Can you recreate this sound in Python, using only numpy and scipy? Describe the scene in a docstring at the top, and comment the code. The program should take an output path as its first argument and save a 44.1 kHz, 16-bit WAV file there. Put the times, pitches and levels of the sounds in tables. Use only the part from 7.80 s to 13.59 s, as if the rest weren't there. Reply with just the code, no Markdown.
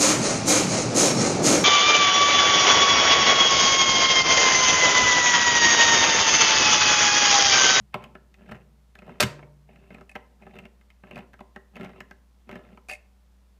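"""On a printer's bed in a small room, a small screwdriver turns the feed gear of a plastic filament cartridge by hand.
Each twist grinds and ticks the gear teeth: random slips and short blows excite decaying modes of the plastic.
Between twists the blade knocks in its socket. Once the gear slips with a loud snap that jolts the cartridge on the
bed; at the end the blade chatters out of the socket in squeaking slips. Room air and mains hum lie underneath."""
import sys
import numpy as np
from scipy import signal
from scipy.fft import rfft, irfft
from scipy.io import wavfile

SR = 44100
rng = np.random.default_rng(int(sys.argv[2]) if len(sys.argv) > 2 else 0)


def output_pcm(signal):
    """Save a mono or channel-first signal as 16-bit PCM at the path in sys.argv[1].

    Samples are clipped to [-1, 1] before scaling.
    """
    pcm = np.clip(np.atleast_2d(signal).T, -1, 1) * 32767
    wavfile.write(sys.argv[1], SR, np.round(pcm).astype(np.int16))


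N = 255382
AGE = np.arange(6000) / SR  # time since a blow, s


def undb(db):
    """Decibels to gain."""
    return 10 ** (np.asarray(db) / 20)


def fade(t60, t=AGE):
    """Exponential decay by 60 dB in t60 seconds."""
    return np.exp(-np.log(1000) * t / t60)


def unit(x):
    """Scale a short sound to the energy of 10 ms at full level."""
    return x / np.sqrt(np.sum(x ** 2) / (SR / 100) + 1e-18)


def add(out, s, x):
    """Mix x into out from time s."""
    i = max(int(s * SR), 0)
    out[i:i + len(x)] += x[:len(out) - i]


def cut(x, hz, kind, order=3):
    """Butterworth filter."""
    return signal.sosfilt(signal.butter(order, hz, kind, fs=SR, output="sos"), x)


def along(hz, points):
    """Read (f/Hz, value) points on a log-frequency axis."""
    f, value = np.transpose(points)
    return np.interp(np.log(hz + 1e-9), np.log(f), value)


def response(points, size=2048):
    """Minimum-phase impulse response with the given spectrum, by folding its cepstrum."""
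    gain = undb(along(np.fft.rfftfreq(size, 1 / SR), points))
    cepstrum = irfft(np.log(gain))
    cepstrum[1:size // 2] *= 2
    cepstrum[size // 2 + 1:] = 0
    return irfft(np.exp(rfft(cepstrum)))


def through(x, h):
    """Pass x through an impulse response."""
    return signal.fftconvolve(x, h)[:len(x)]


def burst(t60):
    """The dense, quickly dying vibration of a rough contact."""
    return rng.standard_normal(len(AGE)) * fade(t60)


def slips(per_s, spread_db):
    """Random impulses, mostly small and a few large."""
    size = undb(spread_db * np.minimum(rng.exponential(size=N), 2))
    happens = rng.random(N) < per_s / SR
    return happens * rng.choice([-1, 1], N) * size


# the hand damps the low modes, the plastic itself the high ones
LONGEST_RING_S, LONGEST_RING_CYCLES = 0.1, 75


def ring(modes, scatter_db, t=AGE):
    """Decaying modes; the place of contact sets the size and sign of each anew."""
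    hz, db, t60 = np.transpose(modes)
    longest = np.minimum(LONGEST_RING_S, LONGEST_RING_CYCLES / hz)
    t60 = np.minimum(t60, longest)
    size = undb(db + scatter_db * rng.standard_normal(len(hz))) * rng.choice([-1, 1], len(hz))
    return size @ (np.sin(2 * np.pi * hz[:, None] * t) * fade(t60[:, None], t))


# spectrum of the room air: f/Hz, relative level/dB
AIR_COLOUR = [(25, -23), (45, -15), (80, -12), (120, -14), (200, -15), (300, -21), (600, -23), (1050, -25),
              (1500, -29), (4300, -34), (10000, -39), (15500, -42)]
# steady hum tones: f/Hz, RMS level/dB
HUM_TONES = [(59.3, -57.5), (194, -71.5)]
AIR_DB = -71  # RMS level of the air above 240 Hz


def background():
    """Quiet room air is shaped noise; the steady mains hum is a sum of sines."""
    air = through(rng.standard_normal(N), response(AIR_COLOUR, size=8192))
    air *= undb(AIR_DB) / np.std(cut(air, 240, "highpass"))
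    t = np.arange(N) / SR
    hum = sum(undb(db) * np.sqrt(2) * np.sin(2 * np.pi * (hz * t + rng.random()))
              for hz, db in HUM_TONES)
    return air + hum


# decay of the room tail: f/Hz, t60/s
ROOM_DECAY = [(150, 0.84), (500, 0.67), (1800, 0.33), (4000, .32), (8000, 0.28), (15000, .19)]


def room(x):
    """Near printer walls return the sound at once; the room adds a short tail, dying first in the treble."""
    t = np.arange(SR * 3 // 4) / SR
    tail = np.zeros(len(t))
    edges = np.geomspace(80, 16000, 9)
    for lo, hi in zip(edges, edges[1:]):
        band = cut(rng.standard_normal(len(t)), [lo, hi], "bandpass")
        tail += band * fade(along(np.sqrt(lo * hi), ROOM_DECAY), t)
    tail *= 1 - fade(0.018, t)
    # sparse early echoes, none before 2 ms
    echoes = rng.standard_normal(len(t)) * (rng.random(len(t)) < 0.03)
    near = echoes * fade(0.06, t) * (t > 0.002)
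    return x + through(x, undb(-42) * tail + undb(-9.5) * near / np.linalg.norm(near))


# modes of the bed: f/Hz, relative level/dB, t60/s
BED_MODES = [(85, -8, .14), (122, -1, .17), (146, -19, 1.75), (202, 1, .12)]
# the cartridge drops back on the bed: t/s, relative level/dB
BED_THUMPS = [(0.004, -21), (0.151, -14.5), (0.718, -13.5), (1.412, -3.5), (1.435, 3), (1.63, -21)]


def thumps():
    """The cartridge lands softly on the bed, which booms and then hums on in its slowest mode."""
    out, t = np.zeros(N), np.arange(2 * SR) / SR
    boom = sum(undb(db) * np.sin(2 * np.pi * hz * t) * fade(t60, t) for hz, db, t60 in BED_MODES)
    soft_boom = boom * (1 - fade(0.024, t))
    for s, db in BED_THUMPS:
        add(out, s, undb(db - 22.5) * soft_boom)
    return cut(out, 60, "highpass")


# modes of the blade scraping in the socket: f/Hz, relative level/dB, longest t60/s
BLADE_MODES = [(599, -12, 0.053), (759.6, -8.5, 0.031), (1770, -8, 0.025), (2017, -4, 0.011),
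               (2203, 0, 0.017), (2568, -3, .03), (2920, -19, 0.014), (4670, -9.5, 0.013)]
# spectrum of the blade's contact crack: f/Hz, relative level/dB
BLADE_CRACK_COLOUR = [(2800, -4.5), (3350, -4), (3800, 0.5), (4700, -2), (7800, -2), (9600, 2), (10800, -8),
                      (15000, -15)]
# the blade slips in its socket, at last chattering out of it: t/s, relative level/dB
BLADE_SLIPS = [(2.294, -16), (2.315, -19.5), (5.086, -8), (5.0925, -5), (5.097, -3.5), (5.106, -7),
               (5.1126, -2.5), (5.125, -7), (5.1342, -5), (5.150, -13)]
SLIP_S, SQUEAK_HZ = 0.0053, 2540  # a slip's squeak before it dies; its mean pitch
SLIP_SQUEAK_DB, SLIP_CRACK_DB = -36.5, -46


def chatter():
    """The blade sticks and slips up the socket wall; each slip ticks, squeaks for a few milliseconds and rings."""
    out, crack = np.zeros(N), response(BLADE_CRACK_COLOUR)
    sliding = (1 - fade(0.008)) * fade(0.008, np.maximum(AGE - SLIP_S, 0))
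    for s, db in BLADE_SLIPS:
        pitch_hz = SQUEAK_HZ * (1 + 0.028 * rng.standard_normal())
        squeak = sliding * np.sin(2 * np.pi * pitch_hz * AGE)
        scrape = through(burst(t60=0.037), ring(BLADE_MODES, scatter_db=0))
        tick = through(burst(t60=0.007) + undb(-14.5) * burst(t60=0.081), crack)
        add(out, s, undb(db + SLIP_SQUEAK_DB) * (unit(squeak) + unit(scrape)))
        add(out, s, undb(db + SLIP_CRACK_DB) * unit(tick))
    return out


# modes of the cartridge with its gear, also for grind and clicks: f/Hz, relative level/dB, longest t60/s
CARTRIDGE_MODES = [(127, -14, .12), (199.3, 1.5, 0.39), (236, -6, 0.11), (387, -3, 0.088), (484, -6, 0.1),
                   (606, 0.5, 0.059), (706, -4, 0.053), (805, -3, 0.043), (908, -6, .06),
                   (1036, -5.5, 0.051), (1297, -1.5, 0.081), (1388, -6, 0.12), (1708, -3, .05),
                   (1942, -1, .04), (2060, -7, .04), (2680, -3.5, 0.11), (2564, -3, .04), (2750, -9, 0.01),
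                   (3095, -10, 0.027), (3600, -10.5, .04), (3900, -16, .04)]
# the slipping gear jumps its teeth: t/s, relative level/dB, level above 4 kHz/dB
TOOTH_JUMPS = [(1.4, -4.5, -24.5), (1.404, 0.5, 4), (1.4064, -6.5, -12), (1.4115, -2, -8.5),
               (1.4164, -8.5, -1), (1.4255, -3, -2.5), (1.4318, -6.5, -4), (1.4346, -6, -13.5)]
# spectrum of the noise in each blow: f/Hz, relative level/dB
JUMP_COLOUR = [(40, -33.5), (110, -8), (200, -15.5), (300, -8.5), (520, -9), (850, -6), (1100, -9),
               (1750, -1), (2600, -5), (3300, -10), (4000, -6.5), (7250, -15), (10000, -20), (15500, -24)]


def snap():
    """The wound-up gear lets go and hammers over several teeth, shaking the whole cartridge."""
    out, colour = np.zeros(N), response(JUMP_COLOUR)
    for s, db, treble_db in TOOTH_JUMPS:
        # only the higher modes ring here; the low boom of the snap comes from thumps()
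        modes = cut(ring(CARTRIDGE_MODES, scatter_db=1), 520, "highpass")
        blow = unit(through(burst(t60=0.032), colour)) + undb(-4.5) * unit(modes)
        blow = cut(blow * (1 - fade(0.0016)), 70, "highpass")
        body = cut(blow, 4000, "lowpass", order=1)
        treble = cut(blow, 4000, "highpass", order=1)
        add(out, s, undb(db - 18.5) * (body + undb(treble_db) * treble))
    return out


def hold(t, start, end):
    """1 from start to end, with a short ramp on either side."""
    return np.clip(1 + np.minimum(t - start, end - t) / RAMP_S, 0, 1)


# twists of the hand: gear bites t/s, effort level/dB, length of the bite/s,
# light turning before/s, light turning after/s
HAND_TWISTS = [(0.22, -50, 0.036, 0.029, 0.037), (0.69, -46.5, 0.064, 0.1, 0.057),
               (1.27, -48, 0.073, 0.099, 0.045), (2.115, -50, 0.077, 0.22, 0.025),
               (2.745, -45, 0.045, 0.13, 0.062), (3.335, -44, 0.065, 0.07, 0.03),
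               (3.985, -41, 0.069, 0.03, 0.13), (4.71, -45.5, 0.071, 0.02, 0.17)]
LIGHT_DB, RAMP_S = -8, 0.028  # effort around the bite; time the hand takes to change it


def effort(t):
    """How hard the hand turns: lightly at first, fully while the gear bites, then lightly again."""
    total = 0
    for s, db, length, before, after in HAND_TWISTS:
        bite = hold(t, s, s + length)
        light = undb(LIGHT_DB) * hold(t, s - before, s + length + after)
        total = total + undb(db) * np.maximum(bite, light)
    return total


def turning():
    """When each twist starts and stops."""
    return [(s - before, s + length + after) for s, _, length, before, after in HAND_TWISTS]


# spectrum of the rubbing tooth flanks: f/Hz, relative level/dB
RUB_COLOUR = [(60, -16.5), (115, 0), (160, -1), (205, 11.5), (310, -8), (400, -2.5), (750, -8.5),
              (1150, -25), (2000, -22), (2700, -14.5), (3400, -30), (6000, -45.5), (15000, -48.5)]


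def grind():
    """Small slips of the tooth flanks rumble through the cartridge; coarser ones each wake a mode of the plastic."""
    rub = through(slips(per_s=130, spread_db=1), response(RUB_COLOUR))
    grains = sum(through(slips(per_s=35, spread_db=3.5), ring([mode], scatter_db=3))
                 for mode in CARTRIDGE_MODES)
    rubbing = undb(-3) * rub / np.std(rub) + undb(-8.5) * grains / np.std(grains)
    return effort(np.arange(N) / SR) * rubbing


# small teeth catch at uneven intervals during a twist; their level follows the effort
TICK_GAP_S, TICK_DB, TICK_SPREAD_DB, TICK_HARDNESS_DB = 0.028, 1.5, 3.5, -2
TICK_LOW_HZ, TICK_HIGH_HZ = 1100, 2800


def ticks():
    """The small clicks within the twists, in the columns of CLEAR_CLICKS."""
    rows = []
    for start, stop in turning():
        for k, (late, size, place) in enumerate(rng.random((24, 3))):
            s = start + (k + late) * TICK_GAP_S
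            if s < stop:
                db = 20 * np.log10(effort(s)) + TICK_DB + TICK_SPREAD_DB * (2 * size - 1)
                centre_hz = TICK_LOW_HZ * (TICK_HIGH_HZ / TICK_LOW_HZ) ** place
                rows.append((s, db, TICK_HARDNESS_DB, centre_hz))
    return rows


# the clear clicks of gear and blade: t/s, relative level/dB, hardness of the contact/dB, centre of the ring f/Hz
CLEAR_CLICKS = [(0.1424, -16.5, 3, 1120), (0.155, -31, -16.5, 980), (0.2236, -41, -2, 1090),
                (0.2396, -35, 5.5, 2970), (0.352, -33, -5, 1560), (0.5416, -45.5, 7, 2460),
                (0.6902, -40.5, -2.5, 1510), (0.7132, -34, -0.5, 1380), (0.719, -30.5, 0.5, 1600),
                (0.7536, -44.5, 3, 2580), (1.1533, -38, 5.5, 1760), (1.1884, -40, 5.5, 2730),
                (1.22, -42.5, -6.5, 1760), (1.278, -42, -10, 980), (1.293, -37.5, -7.5, 1370),
                (1.591, -41.5, -5, 1557), (1.6273, -39.5, -9.5, 1900), (1.8898, -49.5, -10, 2500),
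                (1.9587, -46.5, 1.5, 2460), (2.1044, -40, -4.5, 2052), (2.145, -36.5, 0, 2550),
                (2.2102, -38.5, -1.5, 1300), (2.3539, -25.5, -2.5, 1900), (2.36, -26.5, -2.5, 950),
                (2.6211, -44, -4, 2500), (2.6666, -40.5, -7, 1605), (2.7877, -34, 6, 2550),
                (2.8537, -37, 0, 2560), (3.0117, -51.5, 4.5, 2050), (3.1027, -46, 8.5, 2550),
                (3.236, -39.5, -7.5, 1407), (3.3103, -33.5, 0, 2539), (3.3575, -33, 2, 3050),
                (3.3674, -36, -4.5, 1948), (3.3771, -32.5, 0.5, 947), (3.3884, -36.5, 2, 950),
                (3.5329, -44, 4, 1710), (3.5384, -39.5, 0, 1806), (3.5917, -41.5, -2, 1280),
                (3.6062, -32.5, -6, 1000), (3.761, -29.5, -4.5, 1643), (3.9563, -36.5, 4.5, 2728),
                (3.9658, -34, 1, 1900), (3.9964, -40, -3, 968), (4.0092, -36.5, 1, 1996),
                (4.032, -41, 6, 2000), (4.0461, -36, 6.5, 2000), (4.0595, -40, -5, 2100),
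                (4.093, -41.5, -1.5, 1270), (4.2044, -29, 3, 1946), (4.3105, -34, -0.5, 1800),
                (4.6918, -33, -1, 1296), (4.7128, -35, 4, 2010), (4.7269, -36, -3, 2066),
                (4.7554, -32, -0.5, 2050), (4.9735, -38.5, -4, 1256)]
# spectrum of the rough contact: f/Hz, relative level/dB
CRACK_COLOUR = [(200, 7.5), (1000, 3.5), (2700, 7.5), (3500, -3.5), (5000, -13), (8000, -19),
                (10500, -24.5), (14000, -23)]
# shell knock and contact crack against the click level; a harder contact trades knock for crack
KNOCK_DB, CRACK_DB = -16.5, -25.5
LOADED_KNOCK_DB = 6  # during a twist the gear presses on the shell, which then knocks harder
DRAG_T60_S, DRAG_DB = 0.035, -34.5  # the tooth drags before it lets go


def clicks():
    """A tooth drags and lets go: a contact crack, the short ring of the gear and a lower knock of the shell."""
    out, crack = np.zeros(N), response(CRACK_COLOUR)
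    # the vibration needs a moment to spread through the plastic
    build_up = 1 - fade(0.004)
    for s, db, hardness_db, centre_hz in CLEAR_CLICKS + ticks():
        modes = unit(ring(CARTRIDGE_MODES, scatter_db=0))
        gear = build_up * (modes + undb(2) * unit(through(burst(t60=0.027), crack)))
        # the stiffness of the contact favours the modes near one frequency
        contact = response([(centre_hz / 1.6, -7), (centre_hz / 1.15, 0),
                            (centre_hz * 1.12, 0), (centre_hz * 1.3, -10)])
        gear = cut(through(gear, contact), [800, 3100], "bandpass", order=4)
        add(out, s, undb(db - 12) * unit(gear))

        shell = build_up * (modes + undb(-1.5) * unit(through(burst(t60=0.026), crack)))
        load = max(hold(s, start, stop) for start, stop in turning())
        knock_db = db + KNOCK_DB + load * LOADED_KNOCK_DB - hardness_db
        add(out, s, undb(knock_db) * unit(cut(shell, [100, 850], "bandpass")))

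        tick = through(burst(t60=0.012) + undb(-12) * burst(t60=0.04), crack)
        add(out, s, undb(db + CRACK_DB + hardness_db) * unit(cut(tick, 3800, "highpass")))

        # the drag swells up to the moment of release
        drag = cut(through(burst(t60=DRAG_T60_S)[::-1], crack), [300, 3200], "bandpass")
        add(out, s - AGE[-1], undb(db + DRAG_DB) * unit(drag))
    return out


BLADE_ROOM_DB = -2.5  # the blade stands clear of the cartridge, so less of it comes by way of the room


def scene():
    """All the sounds of the cartridge in the room."""
    blade, share = chatter(), undb(BLADE_ROOM_DB)
    in_room = room(clicks() + snap() + grind() + share * blade)
    direct_blade = (1 - share) * blade
    return (in_room + direct_blade + thumps() + background())[None]


TOP_HZ = 15500


def record(dry):
    """A steep elliptic low-pass cuts the top of the treble."""
    return signal.sosfilt(signal.ellip(10, 0.2, 70, TOP_HZ, fs=SR, output="sos"), dry)


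dry = scene()
out = record(dry)
output_pcm(out)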